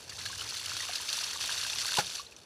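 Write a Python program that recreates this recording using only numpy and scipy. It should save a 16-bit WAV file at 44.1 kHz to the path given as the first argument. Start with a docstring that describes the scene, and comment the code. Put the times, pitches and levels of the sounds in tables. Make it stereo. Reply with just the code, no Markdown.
"""A creek bank, with the microphone close to the waste valve of a ram pump. Water gushes out ever
harder and spatters on the rocks while bubbles ring and gurgle, until the flow drags the
valve shut: a tick, then a hollow knock and a thump as the water column slams into it.
The water still in the air rains down, then only drips and the creek remain."""
import sys
import numpy as np
from scipy import signal
from scipy.fft import rfft, irfft
from scipy.io import wavfile

SR = 44100
rng = np.random.default_rng(int(sys.argv[2]) if len(sys.argv) > 2 else 0)


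def to_wav(s):
    """Save 16-bit WAV."""
    ch = np.atleast_2d(s).T  # columns
    pcm = np.round(np.clip(ch, -1, 1) * 32767)  # PCM
    wavfile.write(sys.argv[1], SR, pcm.astype(np.int16))


N = 108045
T = np.arange(N) / SR
HZ = np.maximum(np.fft.rfftfreq(N, 1 / SR), 1)


# Spray on the rocks: valve open, then the last water falling. Each row: seconds, relative level in dB.
GUSH = [(0, -44.5), (0.075, -48.5), (0.11, -44), (0.21, -39.5), (0.44, -39), (0.47, -36.5), (0.67, -37),
        (0.78, -33.5), (0.97, -35), (1.02, -35.5), (1.19, -31.0), (1.29, -35), (1.35, -34), (1.395, -37.5),
        (1.42, -31), (1.69, -33), (1.765, -34.5), (1.8, -31.5), (1.96, -30.5)]
FALLING = [(2.03, -37), (2.1, -38), (2.15, -33.5), (2.2, -38.5), (2.235, -47), (2.3, -55), (2.45, -61)]
SPRAY_DB, MIST_DB, CLUMP_DB, CLUMPS_PER_S = -3.1, -7, 1.4, 50

def gush():
    """Droplets and fine mist land on the rocks in clumps."""
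    pitches = np.geomspace(650, 15000, 24)
    droplets = np.array([grains(pitches, per_s=5000, cycles=14, spread_db=3) for _ in range(2)])
    mist = from_db(MIST_DB) * stereo_white()
    clumps = rms_one(from_db(CLUMP_DB * drift(CLUMPS_PER_S)))
    return from_db(SPRAY_DB + in_time(GUSH + FALLING)) * clumps * (droplets + mist)


# Lumps of water on the rock by the pump. Each row: start in seconds, relative level in dB.
SPLATS = [(0.0927, -28.5), (0.1835, -31), (0.212, -31), (0.2525, -24.5), (0.392, -26.5), (0.408, -27),
          (0.4865, -26.5), (0.538, -27), (0.5659, -25), (0.692, -23), (0.7656, -23), (0.9316, -24),
          (0.9537, -21), (1.086, -22), (1.1262, -17), (1.209, -22.5), (1.2375, -20.5), (1.4078, -23),
          (1.424, -23), (1.5199, -23), (1.5755, -21.5), (1.633, -22), (1.663, -22), (1.696, -21),
          (1.7833, -21.5), (1.807, -22), (2.0655, -26), (2.3855, -45), (2.419, -46), (2.4315, -45)]
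SPLAT_RISE_S, SPLAT_T60_S, SPLAT_DB, PING_DB = 0.002, 0.06, -9.5, -10

def splat_envelope():
    """Each lump slaps the rock in a short burst."""
    return sum(from_db(db + SPLAT_DB) * swell(s, SPLAT_RISE_S, SPLAT_T60_S) for s, db in SPLATS)


def splat_pings():
    """Each splat sets off a short, high ping near 4.3 kHz."""
    pitches = 4300 * np.exp(.13 * rng.standard_normal(len(SPLATS)))
    return sum(from_db(db + PING_DB) * tone(s, hz, SPLAT_RISE_S, t60=0.027, glide=2.5)
               for (s, db), hz in zip(SPLATS, pitches))


# The steel valve under the spatter. Each row: pitch in Hz, bandwidth in Hz, gain in dB.
VALVE_MODES = [(4290, 130, -1), (4490, 220, -5), (6200, 160, -7)]

def valve_ring(water):
    """The steel picks narrow tones out of the spatter."""
    ring = 0
    for hz, width, db in VALVE_MODES:
        radius = np.exp(-np.pi * width / SR)
        ring = ring + from_db(db) * (1 - radius ** 2) / 2 * resonate(water, hz, radius)
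    return ring


def spatter():
    """The gush and the noise bursts of splats, splashes and the closing valve all ring the steel."""
    bursts = (splat_envelope() + splash_envelope() + closing_envelope()) * stereo_white()
    water = gush() + high_pass(bursts, hz=600)
    return spray_at_microphone(water + valve_ring(water))


# Valve and pipe, a little left of centre.
# Each row: start in seconds, pitch in Hz, level in dB, rise in seconds, time to fall 60 dB in seconds.
KNOCK_MODES = [(1.9728, 965, -27, 0.005, 0.03), (1.9845, 835, -21, 0.0044, 0.033),
               (1.982, 680, -28.5, 0.0031, 0.026), (1.983, 410, -30, 0.0015, 0.025),
               (1.9825, 1440, -29, .003, 0.073), (1.984, 1050, -33, 0.0017, 0.043),
               (1.984, 142, -33.5, 0.005, 0.037), (1.995, 186, -47, 0.012, 0.21)]
TICK_S, TICK_DB, SLAM_S, CRACK_DB = 1.9695, -18.5, 1.982, -24.5

def knock():
    """The shut valve stops the water column, and valve and pipe ring briefly."""
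    ring = sum(from_db(db) * tone(s, hz, rise, t60) for s, hz, db, rise, t60 in KNOCK_MODES)
    return panned(ring, left_db=2)


def closing_envelope():
    """A tick as the valve meets its seat, then a crack as the water slams into it."""
    tick = from_db(TICK_DB) * swell(TICK_S, rise=.0003, t60=0.033)
    crack = from_db(CRACK_DB) * swell(SLAM_S, rise=.003, t60=0.15)
    return tick + crack


# The pump body from close by. Each row: frequency in Hz, relative noise density in dB.
BODY_SPECTRUM = [(50, -16), (130, -14), (280, -10), (500, -3), (850, -3), (1400, -1), (2500, -2.5),
                 (6000, -29)]

def body_rattle():
    """The slam shakes the pump body."""
    return from_db(-27) * swell(SLAM_S, rise=0.0025, t60=0.14) * noise(BODY_SPECTRUM)


# Larger bubbles and drips around the pump.
# Each row: start in seconds, pitch in Hz, level in dB, time to fall 60 dB in seconds.
BUBBLES = [(0.1208, 1760, -41.5, 0.035), (0.26, 1650, -30, 0.023), (0.3003, 1054, -40, 0.058),
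           (0.3288, 1580, -35.5, 0.027), (0.418, 1370, -33.5, 0.014), (0.7174, 1420, -31, 0.013),
           (0.8035, 1880, -31.5, 0.03), (0.8873, 1190, -36, 0.021), (0.8932, 708, -35, 0.046),
           (1.0008, 970, -41.5, 0.053), (1.359, 1120, -38.5, 0.039), (1.4931, 1587, -31, 0.034),
           (1.6487, 1580, -31.5, 0.022), (1.8534, 1040, -36.5, 0.023), (1.8913, 1550, -31, 0.02),
           (2.1952, 1118, -35.5, 0.06), (2.3224, 2550, -44, 0.018), (2.3638, 5950, -38.5, 0.012)]
BUBBLE_RISE_S, BUBBLE_GLIDE_PER_S, SPLASH_DB = 0.00068, 2.5, -8

def large_bubbles():
    """Single bubbles ring and climb in pitch."""
    return sum(from_db(db) * tone(s, hz, BUBBLE_RISE_S, t60, BUBBLE_GLIDE_PER_S)
               for s, hz, db, t60 in BUBBLES)


def splash_envelope():
    """A small splash starts with each large bubble."""
    return sum(from_db(db + SPLASH_DB) * swell(s, BUBBLE_RISE_S, SPLAT_T60_S) for s, _, db, _ in BUBBLES)


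# Small bubbles in the same water. Each row: start in seconds, pitch in Hz, level in dB.
CHIRPS = [(.273, 4170, -33), (.409, 2850, -30.5), (.659, 2850, -33), (.955, 4750, -27), (1.088, 3450, -30),
          (1.732, 2610, -29.5), (2.2655, 3900, -40)]

def chirping_bubbles():
    """Small bubbles chirp steeply upward as they reach the surface."""
    return sum(from_db(db) * tone(s, hz, BUBBLE_RISE_S, t60=.028, glide=13) for s, hz, db in CHIRPS)


GURGLE_DB, GURGLE_FOLLOWS, SHUT_DB = -53, 0.78, -6.5
SURGE_S, SURGE_WIDTH_S, SURGE_DB = 1.885, 0.033, 5

def gurgle():
    """A crowd of bubbles follows the flow, swells as the valve gap narrows and sinks once it shuts."""
    flow_db = in_time(GUSH + FALLING)
    level_db = GURGLE_DB + GURGLE_FOLLOWS * (flow_db - flow_db.mean()) + SHUT_DB * (T > SLAM_S)
    surge_db = SURGE_DB * np.exp(-((T - SURGE_S) / SURGE_WIDTH_S) ** 2)
    crowd = grains(np.geomspace(950, 2100, 12), per_s=300, cycles=20.5, spread_db=2)
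    return from_db(level_db + surge_db) * crowd


# Drops right beside the microphone. Each row: start in seconds, relative level in dB.
CLOSE_DROPS = [(0.379, -28.5), (0.4225, -27), (0.551, -28), (0.659, -22.5), (1.0146, -24), (1.336, -26),
               (1.749, -25), (1.864, -21.5), (1.952, -22), (2.310, -42), (2.385, -41.5)]

def close_drops():
    """Single drops land with a short, bright tick."""
    ticks = sum(from_db(db) * swell(s, rise=.0003, t60=.017) for s, db in CLOSE_DROPS)
    return spray_at_microphone(high_pass(ticks * stereo_white(), hz=7500))


TRICKLES_PER_S, TRICKLE_DB, TRICKLE_SPREAD_DB, TRICKLE_T60_S = 110, -52.5, 4, .012

def trickle():
    """Water runs off the pump and the rocks in a scatter of soft drips."""
    lands = rng.random(N) < TRICKLES_PER_S / SR
    sizes = from_db(TRICKLE_DB + TRICKLE_SPREAD_DB * rng.standard_normal(N))
    decay = from_db(-60 / (TRICKLE_T60_S * SR))
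    patter = signal.lfilter([1], [1, -decay], lands * sizes + 1e-18)
    return spray_at_microphone(patter * stereo_white())


# The pipe, low under the spatter. Each row: time in seconds, level in dB.
RUMBLE_LEVEL = [(0, -57.5), (.35, -55), (.53, -57), (.6, -63), (.72, -55.5), (.95, -65.5), (1.35, -63.5),
                (1.47, -57.5), (1.78, -56), (1.84, -61), (2.1, -64), (2.45, -84)]
# Its tone. Each row: frequency in Hz, relative noise density in dB.
RUMBLE_SPECTRUM = [(25, -44), (42, -34), (56, -9), (100, 3), (135, -7.5), (300, -17), (1000, -14.5),
                   (2000, -56)]

def pipe_rumble():
    """The flow rumbles unevenly in the pipe and fades after the slam."""
    return from_db(in_time(RUMBLE_LEVEL)) * noise(RUMBLE_SPECTRUM)


# The creek in the background. Each row: frequency in Hz, relative noise density in dB.
CREEK_SPECTRUM = [(30, -24), (70, 0), (220, -8), (480, -1.5), (900, -8), (4000, -13), (15000, -40)]

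def creek():
    """Running water makes a faint, steady wash."""
    return from_db(-57) * noise(CREEK_SPECTRUM)


# The spray from the bank. Each row: frequency in Hz, relative density in dB on the left, on the right.
SPRAY_SPECTRUM = [(100, -34, -34), (238, -19.5, -24.5), (550, -19, -16), (780, -15, -24.5),
                  (1130, -16.5, -22), (1600, -10, -12), (2000, -15.5, -12.5), (2460, -7, -10.5),
                  (2740, -5.5, -5), (3060, -5.5, -11), (3666, 0, -4.5), (4310, -8, -8), (5270, -7.5, -3),
                  (6300, -8, -9.5), (7370, -12, -10), (8080, -23, -12.5), (10120, -11.5, -15.5),
                  (11600, -26, -23), (13600, -26.5, -21.5), (15100, -35, -35)]

def spray_at_microphone(pair):
    """The spray reaches each side with its own colour."""
    return spread(pair, at_hz(SPRAY_SPECTRUM, column=1), at_hz(SPRAY_SPECTRUM, column=2))


# Width at the microphone. 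Each row: frequency in Hz, likeness of left and right from 0 to 1.
LIKENESS = [(100, 0.96), (1200, 0.67), (1900, 0.84), (2400, 0.37), (3600, 0.51), (6300, 0.48), (8500, 0.22),
            (14000, 0.14)]
# Phase between its sides. Each row: frequency in Hz, lead of the left in radians.
LEFT_LEAD = [(0, -0.5), (780, 1.45), (1550, 1.13), (1980, 2.5), (2760, 1.37), (3880, 3), (5000, 9.0),
             (8790, 23), (15000, 45)]

def spread(pair, left_db, right_db):
    """Two unrelated sounds become a coloured, partly alike stereo pair."""
    first, second = rfft(pair)
    alike = at_hz(LIKENESS)
    mid, side = np.sqrt((1 + alike) / 2) * first, np.sqrt((1 - alike) / 2) * second
    lag = np.exp(-1j * np.interp(HZ, *np.transpose(LEFT_LEAD)))
    colour = rms_one(from_db([left_db, right_db]))
    return irfft(np.array([mid + side, (mid - side) * lag]) * colour, N)


def grains(pitches, per_s, cycles, spread_db, patch_db=2.2):
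    """Random drops or bubbles ring and fall 60 dB within `cycles`; high ones come most often."""
    out = np.zeros(N)
    for hz in pitches:
        born = rng.random(N) < per_s * hz / pitches.sum() / SR
        sizes = from_db(spread_db * np.minimum(rng.exponential(1, N), 4.5)) * rng.choice([-1, 1], N)
        rung = resonate(born * sizes + 1e-18, hz, radius=from_db(-60 * hz / (cycles * SR)))
        out += np.sqrt(hz) * rms_one(rung * from_db(patch_db * drift(per_s=23)))
    return rms_one(out)


def swell(start, rise, t60):
    """An envelope of height one that rises quickly and dies away."""
    out, sounding = np.zeros(N), slice(int(start * SR), int((start + 2 * t60) * SR))
    age = np.maximum(T[sounding] - start, 0)
    out[sounding] = (1 - np.exp(-(age / rise) ** 2)) * from_db(-60 * age / t60)
    return out / (out.max() + 1e-12)


def tone(start, hz, rise, t60, glide=0):
    """A dying sine whose pitch climbs by the share `glide` per second."""
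    age = T - start
    return swell(start, rise, t60) * np.sin(2 * np.pi * hz * age * (1 + glide * age / 2))


def resonate(x, hz, radius):
    """One resonance; a radius nearer one rings longer."""
    return signal.lfilter([1, 0, -1], [1, -2 * radius * np.cos(2 * np.pi * hz / SR), radius ** 2], x)


def drift(per_s):
    """Chance ups and downs around a given rate, with a spread of one."""
    band = (HZ / per_s) / (1 + (HZ / per_s) ** 2) ** 1.5
    return rms_one(irfft(rfft(rng.standard_normal(N)) * band, N))


def stereo_white():
    """Two unrelated white noises."""
    return rng.standard_normal((2, N))


def noise(spectrum):
    """Coloured stereo noise with an rms near one."""
    return spread(stereo_white(), at_hz(spectrum), at_hz(spectrum))


def panned(x, left_db):
    """Raise the left side and lower the right by left_db."""
    return np.array([x * from_db(left_db), x * from_db(-left_db)])


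def high_pass(x, hz):
    """Take away the lows."""
    return signal.sosfilt(signal.butter(2, hz, "high", fs=SR, output="sos"), x)


def in_time(rows):
    """Join (seconds, value) points by straight lines."""
    return np.interp(T, *np.transpose(rows))


def at_hz(rows, column=1):
    """One column of a frequency table at every frequency."""
    rows = np.array(rows)
    return np.interp(np.log(HZ), np.log(rows[:, 0]), rows[:, column])


def from_db(db):
    """Decibels to gain."""
    return 10 ** (np.asarray(db) / 20)


def rms_one(x):
    """Scale to an rms of one."""
    return x / np.sqrt(np.mean(x ** 2) + 1e-20)


def scene():
    """The pump up close, bubbles and pings a little to the left, the creek behind."""
    water = spatter() + close_drops()
    ringing = panned(large_bubbles() + chirping_bubbles() + splat_pings() + gurgle(), left_db=2)
    return water + ringing + knock() + body_rattle() + pipe_rumble() + creek() + trickle()


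def record(dry):
    """The treble is cut steeply above 15.2 kHz."""
    return signal.sosfilt(signal.ellip(10, .1, 80, 15200, fs=SR, output="sos"), dry)


dry = scene()
out = record(dry)
to_wav(out)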